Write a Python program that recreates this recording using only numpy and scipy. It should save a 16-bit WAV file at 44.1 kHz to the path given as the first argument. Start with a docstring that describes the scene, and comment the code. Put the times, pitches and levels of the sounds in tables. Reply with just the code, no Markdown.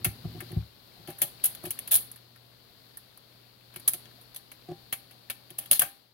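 """In a wooden cabinet, an automatic record changer lifts its tonearm, swings it to the rest and shuts off.
Shaped noise bursts make levers and cams click and rattle, coloured by broad resonances and ringing modes.
Soft pushes ring cabinet and sprung deck as clunks; faint noise ticks are the gears.
The motor is a humming sine under whirring noise until it is cut.
Two unlike microphone ports hear it from close above."""
import sys
import numpy as np
from scipy import signal
from scipy.fft import rfft, irfft
from scipy.io import wavfile
from scipy.ndimage import uniform_filter1d

SR = 44100
rng = np.random.default_rng(int(sys.argv[2]) if len(sys.argv) > 2 else 0)


def wav_record(signal):
    """Record a signal, one row per channel, as 16-bit PCM in the file named by sys.argv[1]."""
    frames = np.transpose(np.atleast_2d(signal))
    bounded = np.clip(frames, -1, 1)
    # unit amplitude maps onto the largest positive 16-bit level
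    quanta = np.round(bounded * 32767).astype(np.int16)
    wavfile.write(sys.argv[1], SR, quanta)


N = 270333


def undb(db):
    """Decibels to gain."""
    return 10 ** (np.asarray(db) / 20)


def colour(x, table):
    """Equalise a left and right pair along log frequency; below the first row all but nothing passes."""
    hz, *ports = np.transpose(table)
    log_f = np.log(np.arange(N // 2 + 1) * SR / N + 1)
    gains_db = [np.interp(log_f, np.log(hz), port, -140) for port in ports]
    return irfft(rfft(x) * undb(gains_db), N)


def ring(x, modes):
    """Decaying modes driven by x, scaled so that decay time hardly changes the level under noise."""
    out = 0
    for hz, db, t60 in modes:
        # no mode dies faster than 60 dB in 0.02 s
        r = np.exp(-np.log(1000) / (max(t60, .02) * SR))
        w = 2 * np.pi * hz / SR
        mode = signal.lfilter([0, r * np.sin(w)], [1, -2 * r * np.cos(w), r * r], x)
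        out = out + undb(db) * np.sqrt(1 - r) * mode
    return out


def resonate(x, hz, sharp):
    """One broad resonance of a struck part, passing its centre at unit gain."""
    return signal.lfilter(*signal.iirpeak(hz, sharp, SR), x)


def walk(rate):
    """Wandering level: random steps held for 1 / rate seconds, then smoothed twice."""
    k = int(SR / rate)
    steps = np.repeat(rng.standard_normal(N // k + 1), k)
    return 1.3 * uniform_filter1d(uniform_filter1d(steps, k), k)[:N]


def add(track, s, sound):
    """Mix a sound into a track at s seconds."""
    i = int(s * SR)
    track[..., i:i + sound.shape[-1]] += sound[..., :N - i]


# whirr and hiss at each port, before the whirr level: f/Hz, left level/dB per Hz, right level/dB per Hz
WHIRR_COLOUR = [(25, -77, -73), (61, -97.5, -88), (206, -90.5, -90), (648, -92.5, -99.5), (1240, -99, -101),
                (2550, -99, -106), (3500, -93.5, -109), (4430, -88, -112), (4750, -93, -114),
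                (5960, -107, -116), (8010, -111, -115), (10100, -105, -112), (11680, -102, -102),
                (15860, -105, -105)]
# whirr level before the spin-down fall: t/s, level/dB
WHIRR_LEVEL = [(0, 4.5), (.5, 7.5), (.7, 1.5), (1.099, 4.5), (2.002, 7), (2.3, 0), (3.6, 0.5), (3.9, 5),
               (4.5, 0.5), (5.55, 2), (5.7, 3.5), (6.13, 11)]
HUM_HZ, HUM_DB, HUM_PER_WHIRR = 120.3, -64, 0.33  # base level; hum dB per dB of whirr level
TRIP_HUM_DB, TRIP_END_S = 9.5, 0.64  # extra hum while the trip gear engages
CUT_S, CUT_HUM_DB, COAST_S, SPIN_DOWN_DB_PER_S = 5.72, -11, 0.11, 63.5


def motor(share_hz=350, flicker_db=0.64):
    """Mains hum over a whirr whose bass the ports share; both follow the whirr level and sink after the cut."""
    t = np.arange(N) / SR
    level_db = np.interp(t, *np.transpose(WHIRR_LEVEL))
    tripping = np.clip((TRIP_END_S - t) / 0.15 + .5, 0, 1)
    cut = np.clip((t - CUT_S) / COAST_S, 0, 1)
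    whirr_db = level_db - SPIN_DOWN_DB_PER_S * np.maximum(t - CUT_S - COAST_S, 0)
    hum_db = HUM_DB + HUM_PER_WHIRR * level_db + TRIP_HUM_DB * tripping + CUT_HUM_DB * cut
    # the ports grow less alike with rising frequency
    f = np.arange(N // 2 + 1) * SR / N
    like = 0.61 / (1 + (f / share_hz) ** 2)
    mid, side = rfft(rng.standard_normal((2, N)))
    mid = np.sqrt((1 + like) / 2) * mid
    side = np.sqrt((1 - like) / 2) * side
    pair = irfft(mid + side * np.array([[1], [-1]]), N)
    whirr = colour(pair * np.sqrt(SR / 2), WHIRR_COLOUR) * undb(whirr_db + flicker_db * walk(4.3))
    bass = signal.sosfilt(signal.butter(1, 220, fs=SR, output="sos"), whirr)
    whirr = whirr - bass * cut * 0.41  # the shaft rumble drops first
    hum = np.sqrt(2) * np.sin(2 * np.pi * HUM_HZ * t) * undb(hum_db + 2.0 * walk(6.0))
    return whirr + hum * undb([[.8], [-.8]])


# modes of cabinet and deck, from deep thud up to deck plate: f/Hz, level/dB, t60/s
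THUD_MODES = [(71.6, 11.5, 0.18), (108, 0, 0.18)]
KNOCK_MODES = [(162, 0, 0.13), (179, -8, 0.15), (241, 1.5, 0.04)]
RING_MODES = [(355, -1.5, 0.08), (310.5, -3, 0.05)]
DECK_MODES = [(609, -6, 0.042), (719, -4.5, 0.038), (790, -10, 0.29), (1157, -15, 0.023), (948, -18, 0.062)]


def trip(rumble_db=-53, scrape_db=-66):
    """While the trip gear engages, uneven noise rumbles the cabinet and faintly scrapes the deck."""
    engaged = np.clip((TRIP_END_S - np.arange(N) / SR) / 0.053, 0, 1)
    drive = engaged * undb(walk(17.0) * 2.0) * rng.standard_normal(N)
    rumble = undb(rumble_db) * ring(drive, THUD_MODES[1:] + KNOCK_MODES)
    scrape = undb(scrape_db) * ring(drive, RING_MODES + DECK_MODES)
    return rumble + scrape


# how each port hears the body of the metal parts: f/Hz, left level/dB, right level/dB
BODY_COLOUR = [(540, -1, -10), (1210, -0.5, -4), (3230, -2.5, -17.5), (6050, -3, -12), (9000, 0, -18.5)]


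def gears(count=380, rub_db=-48.5, spread_db=4, deck_db=-8):
    """Faint, irregular noise ticks from 700 to 2800 Hz follow the whirr level and start until the motor is cut."""
    out = np.zeros((2, N))
    t = np.arange(int(.06 * SR)) / SR
    rubs = rng.standard_normal((count, len(t)))
    for (when, pitch, chance), rub in zip(rng.random((count, 3)), rubs):
        s = when * CUT_S
        level_db = np.interp(s, *np.transpose(WHIRR_LEVEL))
        luck_db = -spread_db * np.log(chance + 0.0304)  # a few ticks stand out
        tick = rub * undb(rub_db + level_db + luck_db - 60 * t / 0.025)
        add(out, s, resonate(tick, 700 * 4 ** pitch, 6))
    return colour(out, BODY_COLOUR) + undb(deck_db) * ring(out[0], DECK_MODES[:2])


DECK_DB = -19  # the deck's share of a click's parts blow
# metal clicks: t/s, snap level/dB, parts level/dB re snap, parts centre f/Hz, decay/ms per 60 dB
METAL_CLICKS = [(0.045, -8.5, -3.5, 2630, 45.5), (0.053, -24.5, 2.5, 2260, 106),
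                (0.404, -29.5, 5.5, 1990, 64), (0.517, -33.5, -2.5, 2080, 29), (1.074, -41, 7, 2420, 41),
                (1.103, -30, -2.5, 2650, 40), (1.184, -33, -6.5, 1900, 137),
                (1.217, -7.5, -12.5, 2860, 68.5), (1.439, -7.5, -19, 3280, 61.5),
                (1.455, -9, -25, 3300, 49.5), (1.549, -26.5, -3, 3370, 28), (1.638, -34.5, 0, 1340, 36),
                (1.652, -29.5, -2.5, 2884, 132), (1.706, -12.5, -11.5, 2970, 44.5),
                (1.789, -19.5, -8, 2860, 33), (1.875, -25, -5.5, 2770, 52), (1.915, -14, -14.5, 3620, 68.5),
                (1.941, -9.5, -18, 3700, 68), (1.954, -8, -17, 3390, 20), (1.959, -11, -23.5, 3400, 38.5),
                (2.115, -29, -11.5, 1670, 34), (2.159, -39, -3, 1580, 54), (2.36, -48.5, 6.5, 1730, 55),
                (2.971, -32, -9.5, 1610, 59), (3.174, -37.5, -1.5, 1000, 35), (3.739, -43, 6.5, 2390, 60),
                (3.76, -27, 0, 2400, 49), (3.797, -36.5, -6, 2400, 58), (3.877, -6, -10.5, 3430, 50.5),
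                (3.883, -11.5, -14.5, 1780, 44), (3.934, -17, -9.5, 2630, 40.5),
                (3.939, -29, 2.5, 4170, 54), (4.055, -48.5, 16, 2680, 31.5), (4.212, -42.5, -6.5, 1290, 90),
                (4.345, -34, -3, 3740, 43), (4.361, -25.5, -4, 3500, 56), (4.516, -34, 2.5, 2410, 48),
                (4.925, -15.5, -0.5, 2600, 69), (5.109, -43, 2.5, 2540, 86.5),
                (5.299, -18.5, 2.5, 2740, 55), (5.503, -33, -1, 2980, 42.5), (5.585, -13, -13.5, 3070, 36),
                (5.657, -38.5, 1, 3200, 61), (5.712, -2, -9, 3300, 60.5), (5.729, -12, -5.5, 4200, 48.5),
                (5.794, -2.5, -12, 3040, 38.5), (5.818, -8.5, -5.5, 1690, 47.5)]


def clicks(chatter, rise_ms=1.0, hold_ms=0.18):
    """Each click is a swarm of tiny impacts that dies in ms; each struck part has its own colour."""
    t = np.arange(int(.2 * SR)) * 1000 / SR  # ms
    snap, deck, body = np.zeros(N), np.zeros(N), np.zeros((2, N))
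    for s, db, body_db, hz, decay_ms in METAL_CLICKS:
        fall_db = 60 * np.maximum(t - hold_ms, 0) / decay_ms
        shape = np.minimum(t / rise_ms, 1) * undb(db - fall_db)
        grains = chatter[:, int(s * SR):][:, :len(t)]
        add(snap, s, shape)
        add(deck, s, shape * undb(body_db + DECK_DB))
        add(body, s, resonate(shape * undb(body_db) * grains, hz, 2.38))
    return snap, deck, body


def well(x, t60_s=0.25, level_db=-13):
    """The wooden well around the deck keeps the clatter for a moment: a decaying noise tail at each port."""
    t = np.arange(int(.4 * SR)) / SR
    tail = rng.standard_normal((2, len(t))) * undb(-60 * t / t60_s) * np.minimum(t / 0.0036, 1)
    tail *= undb(level_db) / np.sqrt(np.sum(tail ** 2, axis=1, keepdims=True))
    return signal.fftconvolve(x, tail, axes=1)[:, :N]


# the knock lies between thud and ring and follows the stronger; the push also shakes the upper deck modes
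KNOCK_RE_THUD_DB, KNOCK_RE_RING_DB, SHAKE_RE_RING_DB = -2.5, -7.5, -7
# thuds set below this level lose the deepest mode faster (dB, extra dB per dB)
DEEP_FROM_DB, DEEP_LOSS = -34, 1.58
# soft clunks: t/s, cabinet thud push level/dB, deck ring push level/dB
SOFT_CLUNKS = [(0.055, -43.5, -52.5), (0.243, -45.5, -56), (0.342, -54.5, -57.5), (0.364, -63, -65),
               (0.415, -87, -59.5), (0.499, -58, -59.5), (0.52, -55, -56), (0.559, -40.5, -60),
               (0.989, -62.5, -70), (1.078, -70, -53.5), (1.633, -65.5, -53.5), (1.661, -64, -54),
               (3.756, -85, -62), (3.939, -86, -66), (4.681, -68, -52), (4.693, -86, -58),
               (4.707, -89, -50), (5.502, -85.5, -64)]


def clunks(push_ms=20, grit_ring_db=18, grit_db=14, rough_db=8):
    """A soft push of the cam gear rings cabinet and deck over a gritty contact; strong noise roughens the push
    differently at each port."""
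    bodies = THUD_MODES[:1], THUD_MODES[1:], KNOCK_MODES, RING_MODES, DECK_MODES[1:] + DECK_MODES[:1]
    tracks = np.zeros((len(bodies), N))
    push = np.hanning(int(push_ms * SR / 1000))
    for s, thud_db, ring_db in SOFT_CLUNKS:
        deep_db = thud_db - DEEP_LOSS * max(DEEP_FROM_DB - thud_db, 0)
        knock_db = max(thud_db + KNOCK_RE_THUD_DB, ring_db + KNOCK_RE_RING_DB)
        levels_db = deep_db, thud_db, knock_db, ring_db, ring_db + SHAKE_RE_RING_DB
        for track, db in zip(tracks, levels_db):
            add(track, s, undb(db) * push)
    rub = tracks[-1] * rng.standard_normal(N)
    t = np.arange(N) / SR
    rough = undb(rough_db) * rng.standard_normal((2, N))  # unlike at the two ports
    out = 0
    for track, modes in zip(tracks, bodies):
        # the push shudders at the first listed mode of each body
        shudder = np.sin(2 * np.pi * modes[0][0] * t)
        out = out + ring(track * (shudder + rough), modes)
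    grit = undb(grit_ring_db) * ring(rub, DECK_MODES) + undb(grit_db) * resonate(rub, 1180, 1.0)
    return (out + grit) * undb([[.4], [-.4]])


# loose linkage scraping: t/s, hold/s, snap level/dB, parts level/dB, parts centre f/Hz, deck level/dB
LINKAGE_RATTLES = [(1.072, 0.025, -43, -39.5, 2540, -44), (1.211, 0.011, -36, -29.5, 3400, -34.5),
                   (1.432, 0.016, -36, -28.5, 3303, -50), (1.628, 0.011, -44, -53, 2480, -42.5),
                   (1.908, 0.04, -18, -25, 3530, -44), (5.578, 0.049, -44, -42.5, 2840, -54.5),
                   (5.741, 0.016, -26.5, -28.5, 3950, -54), (5.807, .014, -33.5, -23.5, 2585, -38)]


def rattles(chatter, attack_ms=6.9, release_ms=27, grain_ms=3.9, spread_db=0.5):
    """Loose linkage scrapes and chatters on: each rattle holds in uneven contacts, then dies away."""
    t = np.arange(int(.2 * SR)) * 1000 / SR  # ms
    snap, deck, body = np.zeros(N), np.zeros(N), np.zeros((2, N))
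    k = int(grain_ms * SR / 1000)
    for s, hold_s, db, body_db, hz, deck_db in LINKAGE_RATTLES:
        release = np.exp(-np.maximum(t - 1000 * hold_s, 0) / release_ms)
        contacts = np.repeat(rng.standard_normal(len(t) // k + 1), k)[:len(t)]
        shape = np.minimum(t / attack_ms, 1) * release * undb(spread_db * contacts)
        grains = chatter[:, int(s * SR):][:, :len(t)]
        add(snap, s, shape * undb(db))
        add(deck, s, shape * undb(deck_db))
        add(body, s, resonate(shape * undb(body_db) * grains, hz, 2.68))
    return snap, deck, body


# how each port hears the bright snap of contact: f/Hz, left level/dB, right level/dB
SNAP_COLOUR = [(4500, -19.5, -38), (7900, -13, -45), (8610, -12.5, -7.5), (10220, 3.5, -10.5),
               (10650, -3, 5.5), (11820, 1, -2), (15700, -8, -8), (16800, -32, -14.5)]
# modes of the levers and the arm: f/Hz, level/dB, t60/s
PART_MODES = [(1650, -11.5, 0.045), (1847, 1, 0.028), (2294, -4, 0.064), (3300, -5, 0.0099),
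              (3570, -3, 0.037), (4296, 1, .03), (4800, 0, 0.069), (6430, 1.5, .03)]


def metalwork(spike_db=2.5, grain_ms=0.66, shared=0.29, ring_db=-11.5, dry_db=2):
    """Clicks and rattles snap, ring the levers and the arm, strike the deck and echo in the well."""
    # single impacts differ in strength, the same for both ports
    k = int(grain_ms * SR / 1000)
    impacts = undb(spike_db * np.repeat(rng.standard_normal(N // k + 1), k)[:N])
    noise = impacts * rng.standard_normal((3, N))
    noise = np.pad(noise, ((0, 0), (0, int(.2 * SR))))  # room for a last click
    chatter = noise[1:] + shared * noise[0]
    snap, deck, body = (a + b for a, b in zip(clicks(chatter), rattles(chatter)))
    body = undb(dry_db) * body + undb(ring_db) * ring(body, PART_MODES)
    bright = colour(snap * rng.standard_normal((2, N)) * impacts, SNAP_COLOUR)
    near = bright + colour(body, BODY_COLOUR)
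    blow = deck * rng.standard_normal(N)
    plate = ring(blow, DECK_MODES) + undb(-15) * ring(blow, RING_MODES + KNOCK_MODES)
    return near + well(near) + plate * undb([[1.6], [-1.6]])


def scene():
    """Clicks, rattles, clunks, trip and gears over the motor."""
    return motor() + trip() + gears() + metalwork() + clunks()


def record(dry, left_hz=54, right_hz=59, top_hz=15800):
    """Each port thins the deep bass in its own way; peaks are clipped at full scale and the top is cut."""
    thin = []
    for x, hz in zip(dry, (left_hz, right_hz)):
        thin.append(signal.sosfilt(signal.butter(3, hz, "high", fs=SR, output="sos"), x))
    top_cut = signal.ellip(10, .2, 85, top_hz, fs=SR, output="sos")
    return signal.sosfilt(top_cut, np.clip(thin, -1, 1))


dry = scene()
out = record(dry)
wav_record(out)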